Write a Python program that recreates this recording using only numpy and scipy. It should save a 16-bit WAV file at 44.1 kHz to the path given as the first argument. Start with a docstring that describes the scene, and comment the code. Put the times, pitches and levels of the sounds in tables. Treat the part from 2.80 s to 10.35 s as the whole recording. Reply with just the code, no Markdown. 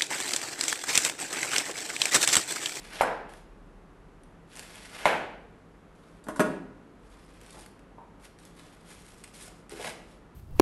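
"""Crunching cuts through a cabbage, two knocks on a board, a chunk dropped in a steel bowl, lighter slicing.
Crackle, tearing, snaps and blade taps are filtered noise bursts; strokes pace the cutting. Knocks add a short
swing, board clicks and blade modes. The bowl is thuds, leaf crackle and decaying modes; bumps are tuned noise.
A lively kitchen adds echoes and a tail; ventilation noise, a faint hum and a low drone fill the room."""
import sys
import numpy as np
from scipy import signal
from scipy.fft import rfft, irfft
from scipy.io import wavfile

SR = 44100
rng = np.random.default_rng(int(sys.argv[2]) if len(sys.argv) > 2 else 0)


def to_wav(s):
    """Save 16-bit WAV."""
    ch = np.atleast_2d(s).T  # columns
    pcm = np.round(np.clip(ch, -1, 1) * 32767)  # PCM
    wavfile.write(sys.argv[1], SR, pcm.astype(np.int16))


N = 332955  # samples

# Ventilation spectrum. Each row: frequency in Hz, relative level in dB.
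AIR_SPECTRUM = [(12, -41), (20, -10.5), (48, -3), (70, -12.5), (102, -9.5), (127, -12.5), (166, -5),
                (261, -10), (446, -11), (538, -14), (583, -16), (826, -17.5), (1230, -19), (4960, -41),
                (12000, -46), (15600, -80), (22000, -120)]
# Hum partials. Each row: frequency in Hz, rms level in dB.
HUM_PARTIALS = [(48.7, -63), (100, -71), (166.5, -67), (285, -68.5)]
# Room decay. Each row: frequency in Hz, t60 in seconds.
KITCHEN_T60 = [(100, 0.96), (300, 0.97), (600, 0.65), (1200, 0.64), (2500, 0.65), (5000, 0.58),
               (10000, 0.39)]
# Counter, cupboards and walls. Each row: delay in seconds, relative gain as a ratio.
ECHO_TAPS = [(.0047, .2), (0.0095, 0.3), (0.021, 0.23), (0.026, 0.11), (.058, .12)]
# Edge or hand moving through the leaves. Each row: start in seconds, length in seconds, relative crackle
# at the start in dB, at the end in dB, tearing over crackle in dB before the lean, vein snaps over crackle in dB.
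STROKE_TABLE = [ (-0.03, 0.23, -54, -54.5, 5, 20), (0.476, 0.14, -62, -67, 4, 19),
                (1.65, 0.64, -54, -52.5, 3.5, 22), (3.122, 0.26, -71.5, -74.5, 4.5, 20),
                (4.122, 0.72, -73.5, -61.5, 5, 25.5), (4.684, 0.13, -67, -62.5, -16, 30),
                (5.39, 0.061, -69, -53, 0, 18), (5.571, 0.14, -63, -63.5, 2, 25),
                (5.712, 0.39, -58, -72, 3, 22), (6.031, 0.46, -55, -60, -1, 22),
                (6.52, 0.15, -53, -48.5, -5, 20), (6.69, 0.1, -72, -65, -2, 22),
                (6.88, 0.21, -57, -44, 3.5, 22), (7.145, 0.21, -73, -65, 2.5, 24)]
# Thick ribs snapping; at 4.66 and 4.71 s the knife blade taps the board. Each row: start in seconds,
# level in dB before SNAP_GAIN_DB, tearing-coloured part over crackle part in dB, ring pitch in Hz.
SNAP_TABLE = [(0.4928, -44, 10, 3320), (0.5364, -37, 11, 3320), (1.4351, -47, 3, 9870),
              (1.755, -36, -2, 8950), (1.763, -34, -2, 9040), (1.7714, -33, -2, 8850),
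              (1.7878, -40, -9, 3000), (1.7941, -27, 1, 7740), (1.956, -34.5, -2, 3240),
              (4.6138, -41.5, -2, 3250), (4.6636, -41.5, -7, 8070), (4.706, -38, -15, 4270),
              (4.8618, -37, 1, 8800), (4.9931, -48, 7, 3820), (5.5877, -44, 1, 5860),
              (5.652, -41, -5, 7840), (5.7952, -41.5, 5, 4190), (6.4388, -33.5, -6, 9850),
              (6.4422, -34, 2, 8900), (6.4768, -42, -4, 3200), (6.5593, -43, -7, 3300),
              (6.68, -39, -1, 9350), (6.8949, -35.5, -3, 9300), (6.9183, -36, -3, 9400),
              (7.0464, -34, 6, 3260), (7.078, -40, 0, 3230)]
# Leaf crackle spectrum. Each row: frequency in Hz, relative level in dB.
CRACKLE_SPECTRUM = [(1500, -17), (3500, -1.5), (5000, -1.5), (7000, -1), (9000, 4.5), (10500, 0),
                    (12000, -4)]
# Leaf tearing spectrum. Each row: frequency in Hz, relative level in dB.
TEARING_SPECTRUM = [(100, -32), (300, -4), (700, -3), (1700, 1.5), (2400, 2), (3400, -1), (5000, -7),
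                    (7000, -12.5), (11000, -14.5)]
# Blade breaking through to the board. Each row: start in seconds, relative blow in dB, clack over board
# in dB, relative blade chatter in dB, downward push as a share of the swing, swing pitch in Hz.
KNOCK_TABLE = [(0.2096, 8.5, -12, -11, 0.02, 700), (2.2558, 11, -4, -24, 0.11, 790)]
# Board body spectrum. Each row: frequency in Hz, relative level in dB.
BOARD_SPECTRUM = [(30, -47), (100, -23.5), (160, -16.5), (350, -11.5), (500, -3.5), (620, -2), (850, -0.5),
                  (1150, -6), (1600, -5.5), (2400, -16.5), (3500, -33.5), (6000, -44.5), (12000, -56)]
# Hard clack spectrum. Each row: frequency in Hz, relative level in dB.
CLACK_SPECTRUM = [(500, -25), (1400, 1), (2300, -1), (3300, -11.5), (5000, -24), (12000, -25)]
# Edge-on-board crack spectrum. Each row: frequency in Hz, relative level in dB.
CRACK_SPECTRUM = [(500, -2), (1500, -7), (2200, 14.5), (3500, -13.5), (6000, -18), (9000, -21),
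                  (12000, -47)]
# Steel blade modes. Each row: frequency in Hz, relative level in dB, t60 in seconds.
BLADE_MODES = [(4122, -9, .3), (5198, -9, .42), (6468, -14, .35), (7337, -4, .15), (7696, -5, .24),
               (9070, 0, .1), (9170, -3, .16), (9862, -7, .14), (10750, -8, .18), (11400, -2, .09),
               (11560, -1, .09)]
# Chunk landing in the bowl. Each row: start in seconds, relative thud in dB, relative bowl ring in dB,
# relative leaf crackle in dB, contact decay time in seconds.
DROP_TABLE = [(3.44, -44, -29, -28.5, 0.0035), (3.467, -14, -28, -34, 0.016),
              (3.485, -4.5, -10.5, -19, 0.0086), (3.56, -11.5, -19, -18, 0.0093),
              (3.595, 6.5, -7.5, -8.5, 0.0057), (3.6032, 6.5, 6, -10.5, 0.0067)]
# Chunk thud spectrum. Each row: frequency in Hz, relative level in dB.
CHUNK_SPECTRUM = [(30, -53), (70, -23), (140, -13), (220, -2.5), (310, -0.5), (400, -7), (600, -2.5),
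                  (800, -5), (1050, -6.5), (1700, -10.5), (2200, -21.5), (3200, -27), (4700, -47),
                  (12000, -49)]
# Steel bowl modes. Each row: frequency in Hz, relative level in dB, t60 in seconds before leaf damping.
BOWL_MODES = [(229, -4, .45), (260, -9, .3), (319, -3, .4), (369, -7, .3), (598, -4, .45), (621, 0, .45),
              (1094, 0, .25), (1254, -7, .28), (1421, -3, .28), (1645, -6, .28), (4330, -14, .04),
              (6072, -9, .09), (7644, -12, .06), (8156, -11, .07), (9168, -10, .05), (11440, -7, .06)]
# Soft bumps on the board. Each row: start in seconds, relative level in dB, decay time in seconds,
# pitch in Hz, tone width as a ratio.
BUMP_TABLE = [(4.744, -15.5, .025, 300, 3.3), (4.769, -19, 0.015, 840, 1.8), (5.182, -13, 0.011, 930, 1.6),
              (6.677, -18, 0.013, 453, 4.3), (6.919, -8, 0.02, 416, 1.9), (6.996, -7.5, 0.018, 604, 1.4),
              (7.045, -7.5, 0.018, 710, 2.16), (7.05, -14.5, .033, 235, 1.47)]

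AIR_RMS_DB = -54.5
DRONE_HZ, DRONE_RMS_DB, DRONE_HOLD_S = 36.2, -56, 0.92
DRONE_FADE_DB_PER_S, DRONE_REST_RMS_DB = 11, -83
BITE_SHARE, RELEASE_S = 0.15, 0.019  # share of a stroke spent sinking in; decay after it
LEAN_DB, LEAN_S = 10.5, 0.072  # extra tearing as the cook leans on the knife; decay either side of a knock
SNAP_GAIN_DB, SNAP_DECAY_S = 12.5, 0.0021
SNAP_RING_DB, SNAP_RING_DECAY_S = -5.5, 0.0021  # level against the crackle part
VEINS_PER_S, VEIN_SPREAD_DB, VEIN_DEEP_DB, VEIN_RANGE_HZ = 30, 3, -7.5, (3000, 11250)
THUMP_HZ, THUMP_WIDTH_RATIO = 275, 1.55
THUMP_DB, THUMP_DECAY_S = -4.5, 0.0094  # level against the thud
LEAF_DAMPING_DB_PER_S = 40
CEILING, CUTOFF_HZ = 0.44, 11920


def amp(db):
    """Decibels to gain."""
    return 10 ** (np.asarray(db) / 20)


def evened(x):
    """Scales to rms 1."""
    return x / np.sqrt(np.mean(x ** 2) + 1e-20)


def unit(x):
    """Scales to energy 1."""
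    return x / (np.linalg.norm(x) + 1e-20)


def read(points, hz):
    """Interpolates a table on a log-frequency axis."""
    table_hz, value = np.transpose(points)
    return np.interp(np.log(hz + 1), np.log(table_hz + 1), value)


def add(mix, start_s, sound):
    """Mixes a sound in at start_s, cut at the end of the mix."""
    part = mix[max(round(start_s * SR), 0):][:len(sound)]
    part += sound[:len(part)]


def through(x, response):
    """Passes x through an impulse response."""
    return signal.fftconvolve(x, response)[:N]


def click(spectrum, size=4096):
    """Minimum-phase click with this spectrum: its energy comes as early as possible."""
    log_gain = np.log(amp(read(spectrum, abs(np.fft.fftfreq(size, 1 / SR)))))
    minimum_phase = np.exp(np.conj(signal.hilbert(log_gain)))
    return unit(np.fft.ifft(minimum_phase).real[:size // 2])


def burst(decay_s):
    """Ragged contact: exponentially decaying noise."""
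    t = np.arange(0, 6 * decay_s, 1 / SR)
    return unit(rng.standard_normal(len(t)) * np.exp(-t / decay_s))


def ring(modes):
    """Struck object: decaying sine modes with random phases."""
    t = np.arange(SR // 2) / SR
    out = np.zeros(len(t))
    for hz, db, t60_s in modes:
        out += amp(db - 60 * t / t60_s) * np.sin(2 * np.pi * (hz * t + rng.random()))
    return unit(out)


def kitchen(wet_db, early_db):
    """Room response: a few distinct echoes and a dense noise tail whose treble dies first."""
    hz, t, bins = signal.stft(rng.standard_normal(SR), SR, nperseg=256)
    decay = amp(-60 * t / read(KITCHEN_T60, hz)[:, None])
    tail = signal.istft(bins * decay, SR, nperseg=256)[1]
    fade_in = np.minimum(np.arange(len(tail)) / SR / 0.0048, 1)
    tail = amp(wet_db) * unit(tail * fade_in)
    for delay_s, gain in ECHO_TAPS:
        add(tail, delay_s, np.array([gain * amp(early_db)]))
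    return tail


def room_tone():
    """Shaped ventilation noise, a phase-wavering hum and a low drone that holds, then sinks to a faint rest."""
    t = np.arange(N) / SR
    gain = amp(read(AIR_SPECTRUM, np.fft.rfftfreq(N, 1 / SR)))
    air = evened(irfft(rfft(rng.standard_normal(N)) * gain, N))
    out = amp(AIR_RMS_DB) * air
    knots_s = np.linspace(0, t[-1], num=30)
    for hz, db in HUM_PARTIALS:
        waver = np.interp(t, knots_s, rng.standard_normal(len(knots_s)))
        out += amp(db) * np.sqrt(2) * np.sin(2 * np.pi * hz * t + 0.5 * waver)
    fade_db = DRONE_FADE_DB_PER_S * np.maximum(t - DRONE_HOLD_S, 0)
    drone_db = np.maximum(DRONE_RMS_DB - fade_db, DRONE_REST_RMS_DB)
    return out + amp(drone_db) * np.sqrt(2) * np.sin(2 * np.pi * DRONE_HZ * t)


def strokes():
    """Crackle, tearing and vein strengths: each stroke bites in, swells or eases steadily, and lets go."""
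    crisp, deep, veins = np.zeros(N), np.zeros(N), np.zeros(N)
    t = np.arange(N) / SR
    for start_s, length_s, start_db, end_db, tear_db, vein_db in STROKE_TABLE:
        progress = np.clip((t - start_s) / length_s, 0, 1)
        bite = np.minimum(progress / BITE_SHARE, 1) ** 2
        release = np.exp(-np.maximum(t - start_s - length_s, 0) / RELEASE_S)
        level = bite * release * amp(start_db + (end_db - start_db) * progress)
        crisp += level
        deep += level * amp(tear_db)
        veins += level * amp(vein_db)
    lean = sum(np.exp(-abs(t - knock_s) / LEAN_S) for knock_s, *_ in KNOCK_TABLE)
    return crisp, deep * amp(LEAN_DB * lean), veins


def cells(per_s, spread_db, decay_s, count=16):
    """Bursting plant cells: random tiny cracks in count shapes, sizes spread exponentially in dB."""
    out = np.zeros(N)
    for _ in range(count):
        hits = rng.random(N) < per_s / count / SR
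        sizes = amp(spread_db * np.minimum(rng.exponential(1, N), 4)) * hits
        out += signal.oaconvolve(sizes, burst(decay_s))[:N]
    return out


def layers(per_s, depth_db):
    """Leaf after leaf gives way: random level knots make the crunch clump unevenly."""
    t = np.arange(N) / SR
    knots_s = np.cumsum(rng.exponential(1 / per_s, 2000))
    toughness = rng.uniform(-1, 1, len(knots_s))
    return evened(amp(depth_db * np.interp(t, knots_s, toughness)))


def snap(deep_db, hz):
    """A rib or vein gives way, or the blade taps the board: a ragged crack with a brief ring."""
    crack = click(CRACKLE_SPECTRUM) + amp(deep_db) * click(TEARING_SPECTRUM)
    t = np.arange(len(crack)) / SR
    ping = unit(np.sin(2 * np.pi * hz * t) * np.exp(-t / SNAP_RING_DECAY_S))
    return unit(through(burst(SNAP_DECAY_S), crack + amp(SNAP_RING_DB) * ping))


def cutting():
    """The edge bursts cells and tears leaves; veins and ribs snap singly, and the blade taps the board."""
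    crisp, deep, veins = strokes()
    crackle = cells(per_s=2200, spread_db=1.5, decay_s=0.00033)
    out = amp(-3) * crisp * evened(through(crackle, click(CRACKLE_SPECTRUM)))
    tearing = cells(per_s=1300, spread_db=-0.5, decay_s=0.001)
    out += amp(-3) * deep * evened(through(tearing, click(TEARING_SPECTRUM)))
    pressure = np.sqrt(deep / deep.max())  # a hard push carries the tearing into the board
    pressed = cells(per_s=900, spread_db=0.5, decay_s=0.00093)
    board = evened(through(pressed, click(BOARD_SPECTRUM) + click(CLACK_SPECTRUM)))
    out += amp(-3) * pressure * deep * board
    out *= layers(per_s=110, depth_db=5.5)
    for start_s, db, deep_db, hz in SNAP_TABLE:
        add(out, start_s, amp(db + SNAP_GAIN_DB) * snap(deep_db, hz))
    # thin veins: random times, strength following the strokes
    for when, size, pitch in rng.random((round(VEINS_PER_S * N / SR), 3)):
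        strength = veins[int(when * N)] * amp(VEIN_SPREAD_DB * (2 * size - 1.5))
        hz = np.interp(pitch, [0, 1], VEIN_RANGE_HZ)
        add(out, when * N / SR, strength * snap(VEIN_DEEP_DB, hz))
    return out + through(out, kitchen(wet_db=-6, early_db=-9.5))


def knocks(swing_s=0.0027, ring_delay_s=0.0035):
    """The board gives a short, heavy swing; the room answers and the blade chatters and rings in the cut."""
    out = np.zeros(N)
    t = np.arange(0, swing_s, 1 / SR)
    contact = np.sqrt(abs(np.sin(np.pi * t / swing_s))) * np.exp(-t / swing_s)
    for start_s, db, hard_db, blade_db, push, swing_hz in KNOCK_TABLE:
        swing = -contact * (np.sin(2 * np.pi * swing_hz * t) + push)  # one-way push: low thump
        blow = amp(db) * (click(BOARD_SPECTRUM) + amp(hard_db) * click(CLACK_SPECTRUM))
        crack = unit(through(burst(0.0038), click(CRACK_SPECTRUM)))
        add(out, start_s, amp(db - 11.5) * swing)
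        add(out, start_s, amp(-8) * blow)
        add(out, start_s, amp(db - 4 + hard_db / 2) * crack)
        add(out, start_s, through(blow, kitchen(wet_db=0.5, early_db=-12)))
        chatter = amp(blade_db) * unit(through(burst(0.0047), click(CRACKLE_SPECTRUM)))
        ring_s = start_s + ring_delay_s
        add(out, ring_s, chatter)
        add(out, ring_s, through(chatter, kitchen(wet_db=-7.5, early_db=1)))
        add(out, ring_s, amp(blade_db - 1) * ring(BLADE_MODES))
    return out


def bowl():
    """Each contact of the chunk thuds, crushes outer leaves and rings the steel, which the leaves damp."""
    out, steel = np.zeros(N), np.zeros(N)
    t = np.arange(SR // 2) / SR
    hz, width = THUMP_HZ, THUMP_WIDTH_RATIO
    soft_mass = click([(hz / width ** 3, -36), (hz / width, -8), (hz, 0), (hz * width, -5),
                       (hz * width ** 5, -60)])
    for start_s, thud_db, ring_db, leaf_db, decay_s in DROP_TABLE:
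        thud = unit(through(burst(decay_s), click(CHUNK_SPECTRUM)))
        thump = unit(through(burst(THUMP_DECAY_S), soft_mass))
        leaves = unit(through(burst(2 * decay_s), click(CRACKLE_SPECTRUM)))
        add(out, start_s, amp(thud_db) * thud)
        add(out, start_s, amp(thud_db + THUMP_DB) * thump)
        add(out, start_s, amp(leaf_db) * leaves)
        damped_gain = amp(ring_db + 1.5 - LEAF_DAMPING_DB_PER_S * t)
        add(steel, start_s, damped_gain * ring(BOWL_MODES))
    wet = through(out + amp(-13) * steel, kitchen(wet_db=-6.5, early_db=-2))
    return steel + amp(-2) * out + wet


def bumps():
    """Cabbage and knife bump softly on the board: noise bursts through a broad, dull resonance."""
    out = np.zeros(N)
    for start_s, db, decay_s, hz, width in BUMP_TABLE:
        colour = [(hz / width ** 4, -26), (hz / width, -7), (hz, 0), (hz * width, -13),
                  (hz * width ** 3, -52)]
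        add(out, start_s, amp(db) * unit(through(burst(decay_s), click(colour))))
    return amp(-5.5) * out + through(out, kitchen(wet_db=-6, early_db=-15))


def scene():
    """Sums all sources at one microphone."""
    return (room_tone() + cutting() + knocks() + bowl() + bumps())[None]


def record(dry):
    """Input overload as a smooth amplitude ceiling, then a low-pass band limit."""
    clipped = dry / (1 + (dry / CEILING) ** 6) ** (1 / 6)
    lowpass = signal.firwin(1023, CUTOFF_HZ, window=("kaiser", 9), fs=SR)
    return signal.oaconvolve(clipped, lowpass[None], "same")


dry = scene()
out = record(dry)
to_wav(out)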